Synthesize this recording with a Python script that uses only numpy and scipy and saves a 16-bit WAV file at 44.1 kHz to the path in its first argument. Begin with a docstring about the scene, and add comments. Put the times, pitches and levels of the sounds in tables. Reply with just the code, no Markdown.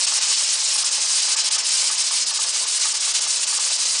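"""From the start, steam hisses from under the rocking weight of a pressure canner on a kitchen stove,
over the boiling pot and a faint hum. The hiss echoes off cabinets as the hand-held microphone drifts.
About fifteen times a second the weight tips back and pinches the jet. It chatters lightly on its seat,
and its harder swings knock on the vent and ring the lid.
From about two seconds on, the pot also gives a few low gurgles."""
import sys
import numpy as np
from scipy import signal
from scipy.fft import rfft, irfft, next_fast_len
from scipy.io import wavfile
from scipy.ndimage import uniform_filter1d, map_coordinates

SR = 44100
rng = np.random.default_rng(int(sys.argv[2]) if len(sys.argv) > 2 else 0)


def file_out(sig):
    """Save sig as 16-bit WAV at sys.argv[1]."""
    # one column per channel
    cols = np.atleast_2d(sig).T
    # limit, then scale
    lim = np.clip(cols, -1, 1)
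    pcm = np.round(lim * 32767).astype(np.int16)
    wavfile.write(sys.argv[1], SR, pcm)


N = 176400
TIME = np.arange(N) / SR

# Moments when the weight pinches the jet: t/s, depth/dB (each use takes a share of it), length/s
PINCHES = [(.063, 13.5, 0.0084), (0.117, 2, 0.041), (.202, 8, 0.021), (0.27, 1, 0.05), (0.362, 1.5, .027),
           (0.467, 3, 0.027), (0.577, 2.5, 0.028), (0.636, 1, 0.045), (0.774, 12.5, 0.004),
           (.839, 12, 0.0089), (0.905, 8, 0.018), (0.994, 4.5, 0.024), (1.072, 1, 0.051),
           (1.214, 3, 0.0099), (1.278, 3, 0.023), (1.358, 20, 0.01), (1.431, 7, .021), (1.5, 20.5, .013),
           (1.576, 12, 0.011), (1.632, 8, 0.031), (1.702, 6, 0.0067), (1.765, 2, 0.0097),
           (1.847, -0.5, 0.013), (1.905, 5, 0.0099), (1.968, 6, 0.022), (2.033, 5, 0.012),
           (2.103, 5.5, 0.016), (2.254, 12, 0.018), (2.326, 6, 0.019), (2.389, 10, 0.0097),
           (2.458, 5.5, 0.012), (2.522, 5.5, 0.023), (2.66, 7, 0.02), (2.725, 0, 0.055), (2.791, 7.5, 0.01),
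           (2.935, 11, 0.0087), (2.993, 8.5, .018), (3.132, 11.5, 0.012), (3.203, 11.5, 0.0088),
           (3.266, 5, 0.013), (3.331, 0.5, 0.01), (3.395, 5, 0.028), (3.46, 9.5, 0.017),
           (3.526, 8.5, 0.0072), (3.59, 11.5, 0.0092), (3.704, 2.5, 0.02), (3.778, 5, 0.013),
           (3.849, 3.5, 0.0073), (3.904, 0.5, 0.0082), (3.978, 4, 0.0094)]
PINCH_EDGE = 1.98  # how steep the sides of a pinch are
OPEN_SPEED = 1.09  # above 1, the gap under the weight opens faster than it closes


def amp(db):
    """Turn decibels into a number to multiply by."""
    return 10 ** (np.asarray(db) / 20)


def unit(x):
    """Scale a signal so that its average strength (rms) is 1."""
    return x / np.sqrt(np.mean(x ** 2) + 1e-20)


def along(points, hz):
    """Read between rows of f/Hz, value, with octaves evenly spaced."""
    f, v = np.transpose(points)
    return np.interp(np.log(hz + 1), np.log(f + 1), v)


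def wobble(rate):
    """A smooth curve through `rate` random values a second."""
    return map_coordinates(rng.standard_normal(int(N * rate / SR) + 4), [TIME * rate])


def filtered(x, response):
    """Turn each frequency of x up or down by the gain response(hz)."""
    size = next_fast_len(N + SR // 2)
    return irfft(rfft(x, size) * response(np.fft.rfftfreq(size, 1 / SR)), size)[:N]


def noise(spectrum):
    """Noise of strength 1, shaped by rows of f/Hz, level/dB."""
    return unit(filtered(rng.standard_normal(N), lambda hz: amp(along(spectrum, hz))))


def bumps(events, t, edge, skew):
    """A smooth hill for each row of t/s, height/dB, length/s; skew above 1 makes its end the quicker."""
    return sum(db * np.exp2(-np.abs(2 * (t - s) / length * skew ** np.sign(t - s)) ** edge)
               for s, db, length in events)


def steam():
    """Swirling steam makes a hiss, and the vent's resonances colour it."""
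    # Tone of the hiss: f/Hz, level/dB
    spectrum = [(180, -52), (300, -32), (414, -25), (445, -28.5), (515, -18), (765, -19), (873, -14),
                (1190, -11), (1350, -16), (1900, -12.5), (2850, -5.5), (3610, -5), (4910, 0.5), (8680, 0),
                (9900, -3), (12900, -94), (21800, -120)]
    # Narrow bands that the vent lifts or lowers: f/Hz, width/Hz, lift/dB
    resonances = [(1480, 90, 3), (2920, 250, 0.5), (3950, 240, 2), (4220, 39, 4.5), (4470, 56, 3.5),
                  (5230, 73, 1.5), (5450, 58, 4.5), (6300, 43, 3), (6800, 70, -0.5), (7400, 60, -0.5)]

    def vent(hz):
        return amp(sum(db / (1 + (2 * (hz - centre) / width) ** 2) for centre, width, db in resonances))

    return filtered(noise(spectrum), vent)


def whistle(hiss):
    """The gap half whistles: a narrow resonance wanders as the weight settles on the vent."""
    # Path of the whistle: t/s, f/Hz, lift/dB
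    path = [(0, 5090, 1.5), (.45, 5380, 4.5), (.9, 5100, 2.5), (1.2, 4830, 5), (1.45, 5040, 4.5),
            (1.85, 4890, 5.5), (2.2, 5000, 7), (2.7, 4900, 1), (3.2, 4510, -0.5), (3.7, 4730, 4.5)]
    width_hz = 130
    times, pitch, lift = np.transpose(path)
    hz, t, bands = signal.stft(hiss, SR, nperseg=1024)
    off_pitch_hz = hz[:, None] - np.interp(t, times, pitch)
    lift_db = np.interp(t, times, lift) / (1 + (2 * off_pitch_hz / width_hz) ** 2)
    return signal.istft(bands * amp(lift_db), SR, nperseg=1024)[1][:N]


def jet():
    """The steam jet flutters; pinches make it briefly quieter and duller, spurts make it fuller."""
    # Slow changes in the jet's loudness: t/s, level/dB
    flow = [(0, -19.5), (.7, -20.5), (1.3, -20), (1.8, -20.5), (2.3, -21.5), (2.849, -21.5), (3.301, -21),
            (4, -21)]
    # The weight lifts and lets out a spurt: t/s, rise/dB (before each band's share), length/s
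    spurts = [(.17, 1.5, 0.055), (.232, 2.5, 0.027), (.33, 2.5, 0.035), (.795, 2.5, 0.02),
              (.865, 1.5, 0.017), (1.195, 4, .02), (1.322, 1.5, 0.066), (1.39, 2, .035), (1.52, 1.5, 0.051),
              (1.735, 2.5, 0.019), (1.805, 3, 0.022), (2.005, 2.5, .03), (2.145, 1.5, 0.051),
              (2.42, 3.5, 0.013), (2.56, 3, 0.025), (2.83, 4.5, 0.035), (2.95, -0.5, 0.015),
              (3.16, 6, 0.027), (3.55, -1, .03)]
    # How strongly each band follows a spurt: f/Hz, share
    spurt_share = [(400, .1), (1200, 0.63), (3000, 1.24), (5500, 0.51), (9000, 0.27)]
    # How strongly each band follows a pinch: f/Hz, share
    pinch_share = [(400, .1), (1200, 0.3), (3000, 0.66), (6000, 0.72), (8200, 1.68), (9700, 2.9)]
    # How strongly each band flutters: f/Hz, share
    flutter_share = [(500, 2.1), (3000, 1.38), (6000, 1), (8000, 1.52), (9500, 2.45)]
    hz, t, bands = signal.stft(unit(whistle(steam())), SR, nperseg=128)
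    hz = hz[:, None]
    # Blur random values across frequency, then time, into small louder and softer patches.
    patches = uniform_filter1d(rng.standard_normal(bands.shape), size=7, axis=0)
    patches = unit(uniform_filter1d(patches, size=9, axis=1))
    tremble = np.interp(t, TIME, wobble(rate=130))
    flutter_db = along(flutter_share, hz) * (0.9764 * patches - 0.01 * tremble)
    spurt_db = along(spurt_share, hz) * bumps(spurts, t, edge=1.9, skew=1 / OPEN_SPEED)
    pinch_db = along(pinch_share, hz) * bumps(PINCHES, t, PINCH_EDGE, OPEN_SPEED)
    hiss = signal.istft(bands * amp(spurt_db - pinch_db + flutter_db), SR, nperseg=128)[1][:N]
    return hiss * amp(np.interp(TIME, *np.transpose(flow)))


def boil():
    """Water boils in the pot with a low, slightly uneven rush."""
    # Tone of the boiling: f/Hz, level/dB
    spectrum = [(25, -2.5), (60, -6.5), (120, -1.5), (200, 2), (350, 4.5), (450, 0.5), (530, 6.5),
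                (700, 15), (1000, -22), (2000, -25)]
    level_db = -56.5 + 0.73 * wobble(rate=18)
    return amp(level_db) * noise(spectrum)


def hum():
    """Three faint low tones, each wavering a little in pitch."""
    # Tones of the hum: f/Hz, level at the start/dB, level at the end/dB
    tones = [(115, -81.5, -79.5), (231, -68.5, -72), (419.4, -68, -62)]
    sound = np.zeros(N)
    for hz, first_db, last_db in tones:
        phase = 2 * np.pi * hz * TIME + 0.59 * wobble(rate=10)
        sound += amp(np.linspace(first_db, last_db, N)) * unit(np.sin(phase))
    return sound


def kitchen(sound):
    """Add quick echoes that slide as the microphone moves, and the room's short fading tail."""
    # Echoes off nearby surfaces: delay at the start/ms, delay at the end/ms, gain
    surfaces = [(5.75, 6.05, 0.17), (1.14, 1.496, 0.074), (2.5, 1.9, 0.053), (3.5, 4.4, 0.13),
                (8.1, 8.7, 0.097)]
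    # How long the room rings: f/Hz, time to fade by 60 dB/s
    fade_times = [(200, 0.16), (2000, 0.59), (10000, 0.067)]
    tail_db = -16
    echoes = np.zeros(N)
    for first_ms, last_ms, gain in surfaces:
        delay = np.linspace(first_ms, last_ms, N) * SR / 1000
        echoes += gain * map_coordinates(sound, [np.arange(N) - delay], order=3)
    hz, t, bands = signal.stft(rng.standard_normal(SR // 2), SR, nperseg=256)
    fade = amp(-60 * t / along(fade_times, hz)[:, None])
    tail = signal.istft(bands * fade, SR, nperseg=256)[1]
    tail /= np.linalg.norm(tail)
    return sound + echoes + amp(tail_db) * signal.fftconvolve(sound, tail)[:N]


def chatter(gains, tones):
    """The weight rattles lightly on its seat and stirs the lid's tones, more so when it tips."""
    tipped_db = bumps(PINCHES, TIME, PINCH_EDGE, OPEN_SPEED)
    contact = rng.standard_normal(N) * amp(0.53 * tipped_db + 4 * wobble(rate=30.6))
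    ring = signal.fftconvolve(contact, np.dot(gains, tones))[:N]
    return amp(-48.5) * unit(ring)


def knocks(gains, tones):
    """Each knock of the weight on the vent is a short scrape that rings the lid's tones."""
    # Knocks on the vent: t/s, level/dB (added to base_db)
    hits = [(.078, -6), (.118, 0.5), (0.313, -5), (.757, -5), (0.834, -4.5), (.964, -9), (1.28, -3),
            (1.355, -2.5), (1.563, -0.5), (1.898, -2), (2.106, -3), (2.31, -2.5), (2.388, -0.5),
            (2.446, -4.5), (2.557, -5), (2.653, -4), (2.854, 1.5), (2.931, -5.5), (3.073, -2), (3.263, -3),
            (3.523, -2), (3.588, -.5), (3.929, -16)]
    base_db, scrape_s = -32.5, 0.0074
    t = np.arange(len(tones[0])) / SR
    sound = np.zeros(N + SR)
    for start, db in hits:
        scrape = rng.standard_normal(len(t)) * np.exp(-t / scrape_s)
        ring = sum(gain * unit(signal.fftconvolve(scrape, tone)[:len(t)])
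                   for gain, tone in zip(gains, tones))
        ring /= np.std(ring[:SR // 40])  # the first 25 ms set the strength
        sound[round(start * SR):][:len(t)] += amp(base_db + db) * ring
    return sound[:N]


def lid():
    """The lid rings with its own fading tones under the weight's chatter and knocks."""
    # The lid's natural tones: f/Hz, level/dB, time to fade by 60 dB/s
    modes = [(852, -9.5, 0.095), (908, -1, 0.1), (1123, -2.5, 0.096), (1163, 0, 0.072), (1231, -2, 0.099),
             (1700, 0.5, .14), (2610, -17.5, .06)]
    # How well the lid passes sound to the air (little bass): f/Hz, level/dB
    to_air = [(100, -43.5), (400, -17.5), (740, -11.5), (850, -1.5), (1750, -3.5), (2000, -8.5), (4000, -6)]
    t = np.arange(SR // 4) / SR
    tones = [np.sin(2 * np.pi * hz * t) * amp(-60 * t / fade_s) for hz, _, fade_s in modes]
    gains = [amp(db) for _, db, _ in modes]
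    shaking = knocks(gains, tones) + chatter(gains, tones)
    return filtered(shaking, lambda hz: amp(along(to_air, hz)))


def gurgles():
    """The water in the pot gurgles: brief swells of low noise."""
    # Gurgles in the pot: t/s, level/dB, length/s
    events = [(2.212, -62, 0.079), (2.3, -61.5, .05), (2.773, -67, 0.036), (3.92, -61.5, 0.097)]
    # Tone of a gurgle: f/Hz, level/dB
    spectrum = [(120, -28), (170, -0.5), (200, 5.5), (240, 0), (320, -34.5)]
    swells = sum(amp(db) * np.exp2(-(2 * (TIME - s) / length) ** 2) for s, db, length in events)
    return swells * noise(spectrum)


def scene():
    """The jet with its kitchen echoes, plus the lid, the hum and the pot, in one channel."""
    return (kitchen(jet()) + lid() + hum() + gurgles() + boil())[None]


def record(dry):
    """Cut away the very highest treble."""
    top_hz = 10080
    return filtered(dry[0], lambda hz: hz < top_hz)[None]


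dry = scene()
out = record(dry)
file_out(out)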